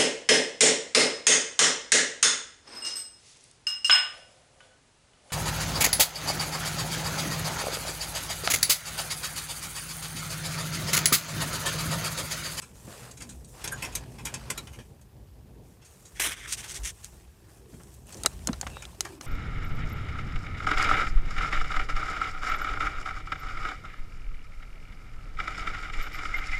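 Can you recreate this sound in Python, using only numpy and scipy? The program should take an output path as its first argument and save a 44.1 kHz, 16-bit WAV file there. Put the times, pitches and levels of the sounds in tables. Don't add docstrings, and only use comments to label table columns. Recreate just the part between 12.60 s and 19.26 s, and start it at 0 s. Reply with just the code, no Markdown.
import sys
import numpy as np
from scipy import signal
from scipy.fft import rfft, irfft, next_fast_len
from scipy.io import wavfile
from scipy.ndimage import uniform_filter1d, map_coordinates

SR = 44100
rng = np.random.default_rng(int(sys.argv[2]) if len(sys.argv) > 2 else 0)


def materialize(psi):
    bounded = np.clip(np.atleast_2d(psi).T, -1, 1)
    quanta = np.round(bounded * 32767).astype(np.int16)
    wavfile.write(sys.argv[1], SR, quanta)


N = 293750

# pitch_hz [Hz], level_db [dB]
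HANDLING_COLOUR = [(65, -24), (110, 5.5), (135, 7.5), (156, -2), (193, -1), (247, -3), (289, -7), (377, -8),
                   (585, -13.5), (900, -18.5), (1170, -28.5), (1980, -120)]
# pitch_hz [Hz], level_db [dB]
CRISP_COLOUR = [(2500, -24), (4000, -8.5), (5400, -13), (6500, 0.5), (7600, -5.5), (8400, -3),
                (10500, -11.5), (12600, -16.5), (13800, -28), (16000, -33)]


def amp(db):
    return 10 ** (np.asarray(db) / 20)


def unit(x):
    return x / np.sqrt(np.mean(x ** 2) + 1e-20)


def clock():
    return np.arange(N) / SR


def curves(rows):
    times, *columns = np.transpose(rows)
    return [np.interp(clock(), times, column) for column in columns]


def wobble(rate):
    knots = rng.standard_normal(int(N * rate / SR) + 4)
    return map_coordinates(knots, [clock() * rate])


def filtered(x, response):
    padded = next_fast_len(N + SR // 2)
    spectrum = rfft(x, padded) * response(np.fft.rfftfreq(padded, 1 / SR))
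    return irfft(spectrum, padded)[:N]


def noise(spectrum, grain_db=0):
    pitch_hz, level_db = np.transpose(spectrum)
    clumps = amp(grain_db * wobble(1200))

    def colour(hz):
        return amp(np.interp(np.log(hz + 1), np.log(pitch_hz), level_db, left=-120, right=-120))

    return unit(filtered(clumps * rng.standard_normal(N), colour))


def add(track, start_s, sound):
    room = track[max(round(start_s * SR), 0):][:len(sound)]
    room += sound[:len(room)]


def ramp(u):
    return np.sin(np.pi / 2 * np.clip(u, 0, 1)) ** 2


def span(start_s, length_s, rise_s, fall_s):
    t = clock() - start_s
    return ramp(t / rise_s) * ramp((length_s - t) / fall_s)


def swell(length_s, hz):
    t = np.arange(int(length_s * SR)) / SR
    return np.sin(np.pi * t / length_s) ** 2 * np.sin(2 * np.pi * hz * t)


def narrow(hz, width_hz):
    phase = 2 * np.pi * np.cumsum(hz * np.ones(N)) / SR
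    return unit(wobble(2 * width_hz) * np.cos(phase) + wobble(2 * width_hz) * np.sin(phase))


def stalks(per_second, spread_db, t60):
    sizes = amp(spread_db * np.clip(rng.standard_normal(N), -2, 2))
    hits = (rng.random(N) < per_second / SR) * sizes
    t = np.arange(SR // 10) / SR
    power = signal.fftconvolve(hits ** 2, amp(-60 * t / t60) ** 2)[:N]
    return unit(np.sqrt(np.abs(power)))


def patches(x, depth_db):
    z = signal.stft(x, nperseg=512)[2]
    field = uniform_filter1d(rng.standard_normal(z.shape), size=6, axis=0)
    field = uniform_filter1d(field, size=5, axis=1)
    return unit(signal.istft(z * amp(depth_db * unit(field)), nperseg=512)[1][:N])


def boards(x, strength, reach_s, count=6):
    out = x.copy()
    for place, sign in zip(rng.random(count), rng.choice([-1, 1], count)):
        lag = 8 + int(place * reach_s * SR)
        out[lag:] += strength * sign * x[:-lag]
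    return out / np.sqrt(1 + count * strength ** 2)


def hutch(x, t60):
    t = np.arange(SR // 3) / SR
    dull = signal.butter(1, 3500, fs=SR, output="sos")
    tail = signal.sosfilt(dull, rng.standard_normal(len(t)))
    tail = tail * amp(-60 * t / t60) * ramp(t / 0.0093)
    return signal.fftconvolve(x, tail / np.linalg.norm(tail))[:N]


def mesh(x):
    # pitch_hz [Hz], width_hz [Hz], level_db [dB]
    wires = [(1344, 60, 1.5), (2558, 123, 0.5), (4644, 37.6, 7.5), (5370, 22, 3.5), (6650, 56, -26),
             (8020, 43, -1)]

    def ringing(f):
        return sum(amp(level_db) * 1j * f * width_hz
                   / (pitch_hz * pitch_hz - f * f + 1j * f * width_hz)
                   for pitch_hz, width_hz, level_db in wires)

    return filtered(x, ringing)


def mic_hiss():
    # pitch_hz [Hz], level_db [dB]
    hiss_colour = [(700, 2.5), (5000, -3.5), (15000, -2.5), (16000, -28)]
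    return amp(-69.5) * noise(hiss_colour)


def hand():
    # time_s [s], level_db [dB before the lift below]
    handling_course = [(0.0, -55.5), (0.41, -50.5), (1.05, -54.5), (1.22, -47), (1.93, -49), (2.26, -53),
                       (2.69, -57.5), (3.0, -53.5), (3.28, -61), (3.49, -61), (3.75, -55.5), (4.19, -55.5),
                       (4.34, -60), (4.62, -62.5), (5.6, -55), (5.73, -53.5), (6.19, -52.5), (6.66, -53.5)]
    # time_s [s], level_db [dB before the lift below]
    rumble_course = [(0.0, -57.5), (0.55, -56.5), (1.04, -54), (1.26, -48), (1.63, -55.5), (2.24, -53.5),
                     (2.37, -57), (3.02, -56), (3.38, -65), (3.54, -55), (3.69, -56), (4.01, -56.5),
                     (4.27, -53), (4.92, -59.5), (5.53, -55.5), (5.75, -45), (6.23, -52), (6.66, -61.5)]
    # pitch_hz [Hz], level_db [dB]
    rumble_colour = [(12, -39), (20, -21), (36, -6.5), (54, 11.5), (97, 2.5), (130, -9), (157, -11),
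                     (170, -2.5), (220, -17), (370, -120)]
    handling_lift_db, jostle_db = -0.5, 2.5
    rumble_lift_db, gust_db = 4, 1
    handling_db, = curves(handling_course)
    rumble_db, = curves(rumble_course)
    handling_gain = amp(handling_db + handling_lift_db + jostle_db * wobble(20))
    handling = handling_gain * noise(HANDLING_COLOUR)
    rumble_gain = amp(rumble_db + rumble_lift_db + gust_db * wobble(12))
    rumble = rumble_gain * noise(rumble_colour)
    return handling + rumble


def drone():
    # start_s [s], length_s [s], middle pitch_hz [Hz], level_db [dB before the flicker]
    hollow_swells = [(0.249, .36, 450, -56), (0.519, 0.39, 240, -53.5), (1.001, 1.26, 200, -56.5),
                     (2.797, 0.45, 377, -62), (4.015, 0.29, 366, -56), (4.899, 0.5, 389, -56.5),
                     (6.327, .36, 340, -49.5)]
    rest_hz, rest_db = 394.4, -68.5
    sag_octaves, width_hz = .55, 75
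    out = amp(rest_db) * narrow(rest_hz * (1 + .12 * wobble(3)), width_hz)
    for start_s, length_s, pitch_hz, level_db in hollow_swells:
        progress = np.clip((clock() - start_s) / length_s, 0, 1)
        pitch = pitch_hz * 2 ** (sag_octaves * (.5 - progress))
        shape = span(start_s, length_s, length_s / 2, length_s / 2)
        out += amp(level_db) * shape * narrow(pitch, width_hz)
    flicker = amp(2.5 * wobble(14))
    return out * flicker


def stirring():
    # start_s [s], length_s [s], rub_db [dB], rustle_db [dB]
    shifts = [(-.1, 0.26, -60.5, -60), (0.124, 0.41, -59.5, -56.5), (0.262, .31, -51, -55),
              (0.504, 0.39, -64, -60.5), (0.863, .2, -71, -57), (0.922, 0.6, -48.5, -57.5),
              (1.415, 0.92, -60.5, -61.5), (1.626, 0.48, -52, -63), (1.95, 0.48, -70, -69),
              (3.026, 0.17, -72, -68), (3.226, 0.57, -66, -62), (3.936, 0.39, -55.5, -54.5),
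              (4.275, 0.4, -62.5, -60), (4.552, 0.76, -69, -70.5), (4.88, 0.15, -65.5, -64.5),
              (5.07, 0.44, -66.5, -62), (5.45, 0.41, -55.5, -56), (5.754, 0.74, -56, -57.5),
              (6.39, 0.21, -54.5, -58.5), (6.597, 0.6, -48.5, -49)]
    # pitch_hz [Hz], level_db [dB]
    rub_colour = [(320, -9), (550, -2), (1140, -4.5), (1310, -7.5), (1510, -7), (1810, -7.5), (2160, -11),
                  (2620, -9), (3650, -13.5), (5000, -12), (6500, -21), (11000, -120)]
    rustle_colour = [(2060, -26), (3500, -9.5), (4370, -16), (4810, -18.5), (5260, -5), (8210, 0),
                     (8860, -1.5), (14500, -12), (16000, -18)]
    still_rub_db, still_rustle_db = -70, -79
    rise_share, fall_share = 0.15, 0.45
    mesh_rub_db = -21
    rub_power, rustle_power = amp(still_rub_db) ** 2, amp(still_rustle_db) ** 2
    for start_s, length_s, rub_db, rustle_db in shifts:
        shape = span(start_s, length_s, rise_share * length_s, fall_share * length_s)
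        rub_power = rub_power + amp(rub_db) ** 2 * shape
        rustle_power = rustle_power + amp(rustle_db) ** 2 * shape
    contacts = stalks(per_second=220, spread_db=4, t60=.03) ** 2
    rub_gain = np.sqrt(rub_power * (.65 + .35 * contacts))
    rub = rub_gain * patches(noise(rub_colour, grain_db=1.8), depth_db=2)
    rustle_gain = np.sqrt(rustle_power * (.8 + .2 * contacts))
    rustle = rustle_gain * patches(noise(rustle_colour, grain_db=1.2), depth_db=1.5)
    return rub + amp(mesh_rub_db) * mesh(rub) + rustle


def squeaks():
    # start_s [s], length_s [s], pitch_hz [Hz], width_hz [Hz], level_db [dB]
    wire_slips = [(1.112, .032, 1620, 90, -34), (1.112, .06, 6860, 60, -47), (1.11, .036, 8700, 900, -42),
                  (1.11, .036, 11000, 1200, -42), (1.969, .032, 3880, 300, -40.5),
                  (1.971, .025, 7030, 80, -41.5), (6.06, .17, 2680, 260, -56), (6.1, .17, 3770, 260, -57)]
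    out = np.zeros(N)
    for start_s, length_s, pitch_hz, width_hz, level_db in wire_slips:
        t = np.arange(int(length_s * SR)) / SR
        steps = np.resize(rng.standard_normal(SR // 4), len(t))
        drift = np.cumsum(steps) * np.sqrt(np.pi * width_hz / SR)
        drift = uniform_filter1d(drift, size=40)
        shape = np.sin(np.pi * t / length_s) ** 2
        tone = np.sqrt(2) * np.sin(2 * np.pi * pitch_hz * t + drift)
        add(out, start_s, amp(level_db) * shape * tone)
    return out


def bumps():
    # start_s [s], level_db [dB], brightness_hz [Hz], t60_s [s]
    soft_bumps = [(.275, -43.5, 600, 0.15), (2.189, -43, 497, .092), (3.598, -36, 1180, 0.034),
                  (3.668, -42.5, 500, 0.21), (5.13, -41.5, 216, 0.24), (5.55, -44.5, 387, 0.6),
                  (5.2, -49, 1200, 0.14), (5.648, -29, 1300, 0.047), (5.661, -24, 1500, 0.038),
                  (5.792, -42.5, 3030, 0.015), (5.8788, -27, 498, 0.033), (5.8885, -23, 1250, 0.024),
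                  (5.891, -23, 220, .11), (5.931, -36, 2060, 0.053), (6.0302, -32, 1200, .047),
                  (6.067, -29.5, 2060, 0.051), (6.169, -30.5, 1490, 0.019), (6.61, -33, 1900, 0.016)]
    # start_s [s], length_s [s], pitch_hz [Hz], level_db [dB]
    arm_thumps = [(0.709, 0.11, 66.4, -42), (4.167, .12, 49.7, -31)]
    out, t = np.zeros(N), np.arange(SR // 3) / SR
    for start_s, level_db, brightness_hz, t60_s in soft_bumps:
        edges = [60, np.clip(brightness_hz, 100, 8000)]
        band = signal.butter(2, edges, "band", fs=SR, output="sos")
        thud = unit(signal.sosfilt(band, rng.standard_normal(len(t))))
        add(out, start_s, amp(level_db - 60 * t / t60_s) * thud)
    for start_s, length_s, pitch_hz, level_db in arm_thumps:
        add(out, start_s, amp(level_db) * swell(length_s, pitch_hz))
    return out


def sleeve():
    # start_s [s], length_s [s], rasp_db [dB], hiss_db [dB]
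    strokes = [(3.539, 0.12, -47.5, -54.5), (3.596, 0.11, -25.5, -34.5), (3.669, .1, -32.5, -43),
               (3.745, 0.18, -41.5, -52.5), (3.866, 0.11, -51, -39), (3.92, 0.045, -44, -28),
               (3.961, 0.074, -42.5, -38.5), (4.019, 0.07, -38, -44), (4.064, 0.09, -46, -41.5),
               (4.129, 0.074, -45, -36.5), (4.226, .1, -43, -34.5), (4.421, 0.07, -68, -47.5)]
    # pitch_hz [Hz], level_db [dB]
    rasp_colour = [(230, -15), (400, -13), (900, -13), (1400, -7), (2150, -0.5), (2800, -8), (3350, -3),
                   (4500, -20.5), (5700, -6.5), (7200, -11.5), (8400, -4), (11300, -8), (13500, -12),
                   (16000, -24)]
    slide_colour = [(700, -28), (1500, -3.5), (2100, -2), (3500, -1), (4600, -3.5), (6100, 3.5), (7400, 1),
                    (8800, 2.5), (10500, -5.5), (12500, -12), (16000, -23)]
    light_rise_s, fall_s = 0.03, 0.046
    bite_db = -31
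    rasp_power, hiss_power = np.zeros(N), np.zeros(N)
    for start_s, length_s, rasp_db, hiss_db in strokes:
        rise_s = light_rise_s / (1 + amp(max(rasp_db, hiss_db) - bite_db) ** 4)
        shape = span(start_s, length_s, rise_s, fall_s)
        rasp_power += (amp(rasp_db) * shape) ** 2
        hiss_power += (amp(hiss_db) * shape) ** 2
    grit = patches(noise(rasp_colour, grain_db=3), depth_db=2.5)
    slide = patches(noise(slide_colour, grain_db=2.2), depth_db=1.5)
    dull = filtered(grit, lambda hz: 1 / (1 + (hz / 5000) ** 4))
    pressure = rasp_power / (rasp_power + amp(-30.5) ** 2)
    rasping = np.sqrt(rasp_power) * (dull + pressure * (grit - dull))
    hissing = np.sqrt(hiss_power) * slide
    catching = amp(1.25 * wobble(130))
    return catching * (rasping + hissing)


def clicks():
    # start_s [s], tick_db [peak dB], pitch_hz [Hz], t60_s [s], ring_db [dB]
    contacts = [(3.5995, -14.5, 2250, .006, -29.5), (4.1445, -23, 7000, 0.00079, -48),
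                (4.4455, -21, 7700, 0.0016, -63), (5.235, -35, 8000, .002, -70),
                (5.47, -37, 9500, 0.0024, -61), (5.5452, -27, 5840, 0.0032, -60),
                (5.6352, -14.5, 8700, 0.0017, -34.5), (5.6608, 0.5, 8170, 0.0011, -15.5),
                (5.873, -6.5, 6450, 0.0023, -29), (5.9309, -27.5, 6070, .0061, -34),
                (6.0128, -11.5, 7030, 0.0033, -35), (6.0716, -28.5, 6420, 0.0035, -50),
                (6.253, -26.5, 3435, 0.0042, -44), (6.4076, -5, 5960, 0.0013, -29),
                (6.612, -25.5, 6000, 0.0036, -41.5)]
    # mode_hz [Hz], mode_db [dB], mode_t60_s [s]
    case_modes = [(516, -23, 0.024), (730, -4, 0.019), (1370, -0.5, 0.018), (2090, -9, 0.024),
                  (2920, -0.5, 0.015), (4010, -2.5, 0.053), (4310, -1, 0.019), (5000, 1.5, 0.02),
                  (6940, -7, .012), (8950, -14, 0.0089)]
    out, t = np.zeros(N), np.arange(SR // 10) / SR
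    grit = noise(CRISP_COLOUR)
    rattle_shape = amp(-17 - 60 * t / .012) + amp(-32 - 60 * t / .06)
    damping = 1 / (1 + (t / .01) ** 4)
    for start_s, tick_db, pitch_hz, t60_s, ring_db in contacts:
        tick = np.sin(2 * np.pi * pitch_hz * t) * amp(-60 * t / t60_s)
        rattle = np.resize(grit[round(start_s * SR):], len(t)) * rattle_shape
        grip = 1 + rng.normal(0, 0.04)
        ring = np.zeros(len(t))
        for mode_hz, mode_db, mode_t60_s in case_modes:
            fade = amp(mode_db + rng.normal(0, 1) - 60 * t / mode_t60_s)
            ring += fade * np.sin(2 * np.pi * (grip * mode_hz * t + rng.random()))
        snap = amp(tick_db) * (tick + rattle)
        add(out, start_s, snap + amp(ring_db) * ring * damping * ramp(t / 0.0018))
    return out


def straw():
    # [dB, lift of the highest treble]
    crunches = [(0.016, 0.11, -49.5, -43, 1), (0.51, 0.054, -57, -42.5, 1), (.569, .11, -54.5, -48, -4),
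                (0.603, 0.069, -44.5, -46, 1), (.618, 0.077, -45.5, -39.5, -5),
                (0.688, 0.13, -52.5, -43, -2), (.844, .056, -77, -49, -2), (1.013, 0.075, -51, -49.5, 0),
                (1.039, 0.089, -35, -35, 13), (1.075, 0.036, -36.5, -30, -7), (1.121, 0.036, -50, -40, 16),
                (1.169, 0.27, -50, -52, -1), (1.22, 0.12, -33, -38, 11.5), (1.246, 0.075, -42, -41, 0),
                (1.315, 0.29, -55, -51, -3), (1.351, 0.056, -37.5, -24.5, 6.5), (1.58, .16, -48, -54, 6),
                (1.649, .11, -37.5, -34, 8), (1.665, 0.11, -45, -50, 0), (1.739, 0.058, -32, -29, -4),
                (1.9, 0.06, -31.5, -27, 7), (1.975, 0.061, -37, -36.5, 11), (2.07, 0.049, -43, -49.5, 4),
                (2.124, 0.21, -54.5, -57.5, 11), (2.185, 0.11, -50.5, -56.5, 2),
                (2.41, 0.089, -67, -60, 10), (3.213, 0.16, -58.5, -63, 0), (3.244, .18, -73, -53.5, -4),
                (3.45, 0.13, -64, -49.5, -16), (5.14, .05, -60, -57, 4), (5.338, .06, -65, -55, 12),
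                (5.522, 0.068, -50.5, -43, -8), (5.567, 0.089, -73, -48, -2), (6.222, 0.034, -43.5, -41, 1),
                (6.449, 0.048, -37.5, -40, 1)]
    # pitch_hz [Hz], level_db [dB]
    body_colour = [(200, -8), (330, -3), (550, -13), (950, -2.5), (1250, -8.5), (1650, -1), (2000, -3.5),
                   (2400, -1), (2900, -6), (3350, -2), (4000, -16.5), (5500, -5.5), (7000, -29)]
    rise_share = .055
    sheen_hz = 10900
    floor_db, floor_t60_s = -14, 0.33
    out, t = np.zeros(N), np.arange(SR // 5) / SR
    body = noise(body_colour, grain_db=4.5)
    crisp = noise(CRISP_COLOUR)
    floor = noise(HANDLING_COLOUR)
    sheen = filtered(crisp, lambda hz: 1 - 1 / (1 + (hz / sheen_hz) ** 10))
    for start_s, t60_s, body_db, crisp_db, sheen_db in crunches:
        part = np.minimum(round(start_s * SR) + np.arange(len(t)), N - 1)
        rise_s = rise_share * t60_s
        shape = ramp(t / rise_s) * amp(-60 * np.maximum(t - rise_s, 0) / t60_s)
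        treble = crisp[part] + (amp(sheen_db) - 1) * sheen[part]
        crunch = shape * (amp(body_db) * body[part] + amp(crisp_db) * treble)
        thud_gain = amp(body_db + floor_db - 60 * t / floor_t60_s)
        thud = thud_gain * ramp(t / rise_s) * floor[part]
        add(out, start_s, boards(crunch, strength=.22, reach_s=.002) + thud)
    return out + mesh(out)


def scene():
    bed = mic_hiss() + hand() + drone() + stirring()
    near = bumps() + sleeve() + clicks()
    inside = squeaks() + straw()
    echo = amp(-8.5) * hutch(inside, t60=0.082)
    return (inside + echo + near + bed)[None]


def record(dry):
    top_hz = 15900
    return np.array([filtered(channel, lambda hz: 1 / (1 + (hz / top_hz) ** 120)) for channel in dry])


dry = scene()
out = record(dry)
materialize(out)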